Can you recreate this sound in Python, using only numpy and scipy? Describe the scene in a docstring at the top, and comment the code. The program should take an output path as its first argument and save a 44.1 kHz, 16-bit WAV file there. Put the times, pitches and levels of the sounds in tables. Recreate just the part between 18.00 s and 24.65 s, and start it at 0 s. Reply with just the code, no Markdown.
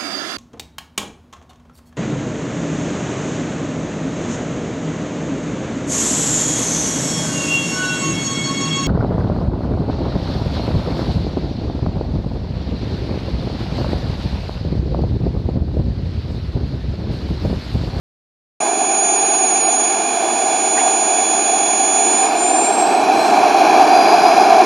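"""A high whistle sounds over rushing air: a model jet taxis at idle, then spools up and rolls nearer.
The compressor whistles at its blade-passing frequency, so the pitch climbs with the rotor speed.
Turbulence makes the hiss of the intake and the growing roar of the exhaust; a brief scuff is heard once.
A small camera picks it up: resonances of its microphone colour the rush, and its low sampling rate
mirrors the whistle about 8 kHz."""
import sys
import numpy as np
from scipy import signal
from scipy.fft import rfft, irfft
from scipy.io import wavfile
from scipy.ndimage import map_coordinates

SR = 44100
rng = np.random.default_rng(int(sys.argv[2]) if len(sys.argv) > 2 else 0)


def generate_wav(sig):
    """Save sig (samples, or channels by samples) to the path in sys.argv[1] as 16-bit PCM at SR."""
    pcm = np.round(np.clip(np.atleast_2d(sig).T, -1, 1) * 32767).astype(np.int16)
    wavfile.write(sys.argv[1], SR, pcm)


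N = 293265
TIME = np.arange(N) / SR
HZ = np.maximum(np.arange(N // 2 + 1) * SR / N, 1)
IDLE_TURNS_PER_S = 565

# The two parts of a scuff. Each row: peak time and spread in seconds, centre and width in Hz, level in dB.
SCUFF_PARTS = [(2.781, .008, 1800, 450, -24), (2.802, .009, 2350, 1000, -23)]
# Peaks and notches of the microphone in its housing. Each row: centre in Hz, width in Hz, gain in dB.
HOUSING_RESONANCES = [(369, 550, 7.5), (532, 224, -12), (724.5, 347, 15), (786.6, 84, 4.5),
                      (1296, 90, -4.5), (1626, 560, 3), (1997, 300, -10), (2428, 790, 14), (3345, 410, 7),
                      (3770, 220, -3), (4090, 454, 12), (4500, 103, -5), (4705, 440, 7.5), (5196, 137, -27),
                      (5370, 880, 6.5), (6000, 170, -3.5)]
# Stereo width of the flow noise. Each row: frequency in Hz, side against mid in dB.
SIDE_SPECTRUM = [(60, 14), (130, -16), (400, -16.5), (800, -19.5), (1900, -13.5), (4000, -20.5),
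                 (8000, -46)]
# Spectra of intake hiss, exhaust rumble and exhaust roar. Each row: frequency in Hz, relative level in dB.
HISS_SPECTRUM = [(30, -50), (90, -29), (170, -24), (280, -2), (1000, -1.5), (1700, 1), (3000, -2.5),
                 (5000, -3.5), (6300, 3), (7200, 1.5), (8000, -46), (9000, -23)]
RUMBLE_SPECTRUM = [(30, -56), (85, -36), (125, -21.5), (220, -8), (330, 0), (480, 0), (650, -13.5),
                   (1000, -46), (3000, -58)]
ROAR_SPECTRUM = [(100, -62), (350, -17), (550, -0.5), (700, -0.5), (1000, 0.5), (1700, -11), (3000, -26.5),
                 (5000, -23.5), (6400, -17), (7500, -20.5), (9000, -77)]
# The intake is loudest when it faces the listener. Each row: time in seconds, level in dB.
INTAKE_LEVEL = [(0.62, -28.5), (1.45, -25), (2.07, -26.5), (2.45, -25.5), (4.2, -24.5), (4.75, -26),
                (5.65, -22), (6.64, -22.8)]
# The exhaust swells as the jet nears and swings its tail round. 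Each row: time in seconds, gain in dB.
APPROACH_GAIN = [(0.62, -0.1), (1.4, 0), (2.05, -.1), (3.1, 0.1), (3.9, 0.8), (4.45, 2.1), (4.8, 3.6),
                 (5.45, 4), (6.64, 3.2)]
# Brief surges of the roar. Each row: peak time and spread in seconds, rise in dB.
ROAR_SURGES = [(0.62, .05, 3), (2.26, 0.045, 2.5), (2.87, 0.038, 3), (3.17, .05, 1.5), (4.28, 0.038, 2.5)]
# The rotor hunts round its idle, then spools up. Each row: time in seconds, speed in turns per second.
ROTOR_SPEED = [(0.6, 568.1), (1, 563.3), (1.42, 561.7), (1.9, 564.1), (2.3, 567.4), (2.75, 569.1),
               (3.3, 566), (3.7, 564.2), (4, 568.4), (4.3, 582.7), (4.6, 605.5), (5, 654.3), (5.4, 717),
               (5.7, 768.4), (6, 804.6), (6.3, 820.4), (6.65, 829)]
# Tone of the main blades, an octave below the whistle. Each row: time in seconds, level in dB.
MAIN_BLADE_LEVEL = [(0.62, -40), (1.3, -43), (3.3, -35.5), (4.1, -35), (4.75, -53), (5.2, -32), (5.5, -46),
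                    (6.02, -26), (6.65, -34.5)]
# The whistle wavers in level, then dies away as its pitch climbs past 8 kHz.
# Each row: time in seconds, level in dB.
WHISTLE_LEVEL = [(0.62, -17.5), (0.76, -17.5), (1, -12.5), (1.85, -12.5), (2.02, -17.5), (2.5, -16.5),
                 (2.77, -13), (3.6, -14), (4.08, -11.5), (4.6, -13.5), (5.12, -11), (5.4, -39), (6.65, -60)]
# Brief dips of the whistle. Each row: centre time and spread in seconds, depth in dB.
WHISTLE_DIPS = [(2.22, .035, 3), (4.33, 0.042, 13.5), (4.53, 0.013, 3), (4.71, 0.013, 7), (4.765, 0.015, 7),
                (4.9, 0.048, 7)]
# Side tones of uneven blades. Each row: multiple of the rotor speed, dB against the whistle at idle.
SIDE_TONES = [(11, -30), (13, -26.5)]
# The side tones stand out as the throttle opens. Each row: peak time and spread in seconds, rise in dB.
THROTTLE_SWELL = [(4.2, 0.25, 8)]
# Direction. 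Each row: time in seconds, left minus right in dB for the rush, then for the whistle.
DIRECTION = [(0.6, -2.55, -2.5), (4.2, -2.4, -3), (4.35, -2.5, 0.5), (5.5, -0.9, 0.5), (6.65, -0.5, 2)]


def from_db(db):
    """Amplitude grows tenfold for every 20 dB."""
    return 10 ** (np.asarray(db) / 20)


def rms_one(x):
    """Division by the root mean square gives unit power."""
    return x / np.sqrt(np.mean(x ** 2) + 1e-20)


def in_time(rows):
    """Linear interpolation gives each column of a curve at every sample."""
    times, *columns = np.transpose(rows)
    return [np.interp(TIME, times, column) for column in columns]


def glide(rows):
    """A natural cubic spline joins the points with the least bending."""
    times, values = np.transpose(rows)
    bend = np.abs(times[:, None] - times) ** 3
    line = np.array([np.ones_like(times), times])
    system = np.block([[bend, line.T], [line, np.zeros((2, 2))]])
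    *weights, offset, slope = np.linalg.solve(system, np.r_[values, 0, 0])
    return sum(w * np.abs(TIME - at) ** 3 for w, at in zip(weights, times)) + offset + slope * TIME


def pulse(at, spread):
    """A Gaussian pulse of height 1 in time."""
    return np.exp(-.5 * ((TIME - at) / spread) ** 2)


def swells(rows):
    """Gaussian pulses add to a level change in dB."""
    return sum(db * pulse(at, spread) for at, spread, db in rows)


def over_hz(points):
    """Interpolation on a log-frequency axis gives a spectrum in dB."""
    hz, db = np.transpose(points)
    return np.interp(np.log(HZ), np.log(hz), db)


def bell(hz, width_hz):
    """A resonance-shaped peak of height 1 in frequency."""
    return 1 / (1 + (2 * (HZ - hz) / width_hz) ** 2) ** 2


def noise(gain):
    """White noise takes on the spectrum of its filter."""
    return irfft(rfft(rng.standard_normal(N)) * gain, N)


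def drift(rate_hz):
    """Low-passed noise is a slow random fluctuation, here of unit power."""
    return rms_one(noise(1 / (1 + (HZ / rate_hz) ** 2)))


def panned(x, pan_db):
    """A level difference between the ears sets the direction."""
    return x * from_db(pan_db * np.array([[.5], [-.5]]))


def turbulence(spectrum, flutter_db):
    """Turbulence radiates broadband noise; moving air makes it flutter and housing resonances colour it."""
    housing_db = sum(db * bell(hz, width) for hz, width, db in HOUSING_RESONANCES)
    colour_db = over_hz(spectrum) + housing_db
    mid = noise(from_db(colour_db))
    side = noise(from_db(colour_db + over_hz(SIDE_SPECTRUM)))
    return rms_one(np.array([mid + side, mid - side])) * from_db(flutter_db * drift(35))


def scuff():
    """Band-limited noise under two short envelopes is heard as a rasp."""
    return sum(from_db(db) * pulse(at, spread) * rms_one(noise(np.sqrt(bell(hz, width))))
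               for at, spread, hz, width, db in SCUFF_PARTS)


def intake():
    """Turbulent flow through the ducts hisses."""
    level_db, = in_time(INTAKE_LEVEL)
    return from_db(level_db) * turbulence(HISS_SPECTRUM, flutter_db=0.43)


def exhaust(octaves_over_idle):
    """Turbulent mixing with still air: large eddies rumble, small ones roar and gain most from thrust."""
    approach_db, = in_time(APPROACH_GAIN)
    rumble_db = -27.5 + 6 * octaves_over_idle + 1.15 * approach_db
    roar_db = -20 + 13 * octaves_over_idle + 0.98 * approach_db + swells(ROAR_SURGES)
    rumble = from_db(rumble_db) * turbulence(RUMBLE_SPECTRUM, flutter_db=0.73)
    roar = from_db(roar_db) * turbulence(ROAR_SPECTRUM, flutter_db=0.5)
    return rumble, roar


def compressor(speed, octaves_over_idle, main_blades=6, all_blades=12):
    """Blade-passing frequency is blade count times rotor speed; moving air makes the tones shimmer."""
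    wander_hz, shimmer_db, waver_db = 0.056, 0.38, 2.0
    main_db, = in_time(MAIN_BLADE_LEVEL)
    whistle_db, = in_time(WHISTLE_LEVEL)
    angle = 2 * np.pi * np.cumsum(speed + wander_hz * drift(11)) / SR
    # the side tones fade as the rotor speeds up
    side_db = swells(THROTTLE_SWELL) - 33 * octaves_over_idle
    side_tones = sum(from_db(db + side_db) * np.sin(multiple * angle) for multiple, db in SIDE_TONES)
    whistle_gain = from_db(whistle_db - swells(WHISTLE_DIPS) + shimmer_db * drift(30))
    whistle = whistle_gain * (np.sin(all_blades * angle) + side_tones)
    main_tone = from_db(main_db + waver_db * drift(10)) * np.sin(main_blades * angle)
    return np.sqrt(2) * (whistle + main_tone)


def scene():
    """The sources superpose, moving from the right towards the middle; one rotor drives tones and exhaust."""
    speed = glide(ROTOR_SPEED)
    octaves_over_idle = np.log2(speed / IDLE_TURNS_PER_S)
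    rush_pan, whistle_pan = in_time(DIRECTION)
    rumble, roar = exhaust(octaves_over_idle)
    rush = roar + intake() + scuff()
    tones = compressor(speed, octaves_over_idle)
    return panned(rumble, pan_db=-0.8) + panned(rush, rush_pan) + panned(tones, whistle_pan)


def record(dry):
    """Aliasing and imaging: slow samples joined by straight lines mirror the treble about half the rate."""
    rate_hz, cutoff_hz, start_s = 16000, 12450, 0.602
    ticks = np.arange(0, N, SR / rate_hz)
    sampled = np.array([map_coordinates(channel, [ticks], order=3, mode="nearest") for channel in dry])
    overloaded = np.clip(sampled, -1, 1)
    softened = signal.sosfilt(signal.butter(2, 7500, fs=rate_hz, output="sos"), overloaded)
    joined = np.array([np.interp(np.arange(N), ticks, channel) for channel in softened])
    fade_in = np.clip((TIME - start_s) / .004, 0, 1)
    lowpass = signal.ellip(10, .1, 80, cutoff_hz, fs=SR, output="sos")
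    return signal.sosfilt(lowpass, joined * fade_in)


dry = scene()
out = record(dry)
generate_wav(out)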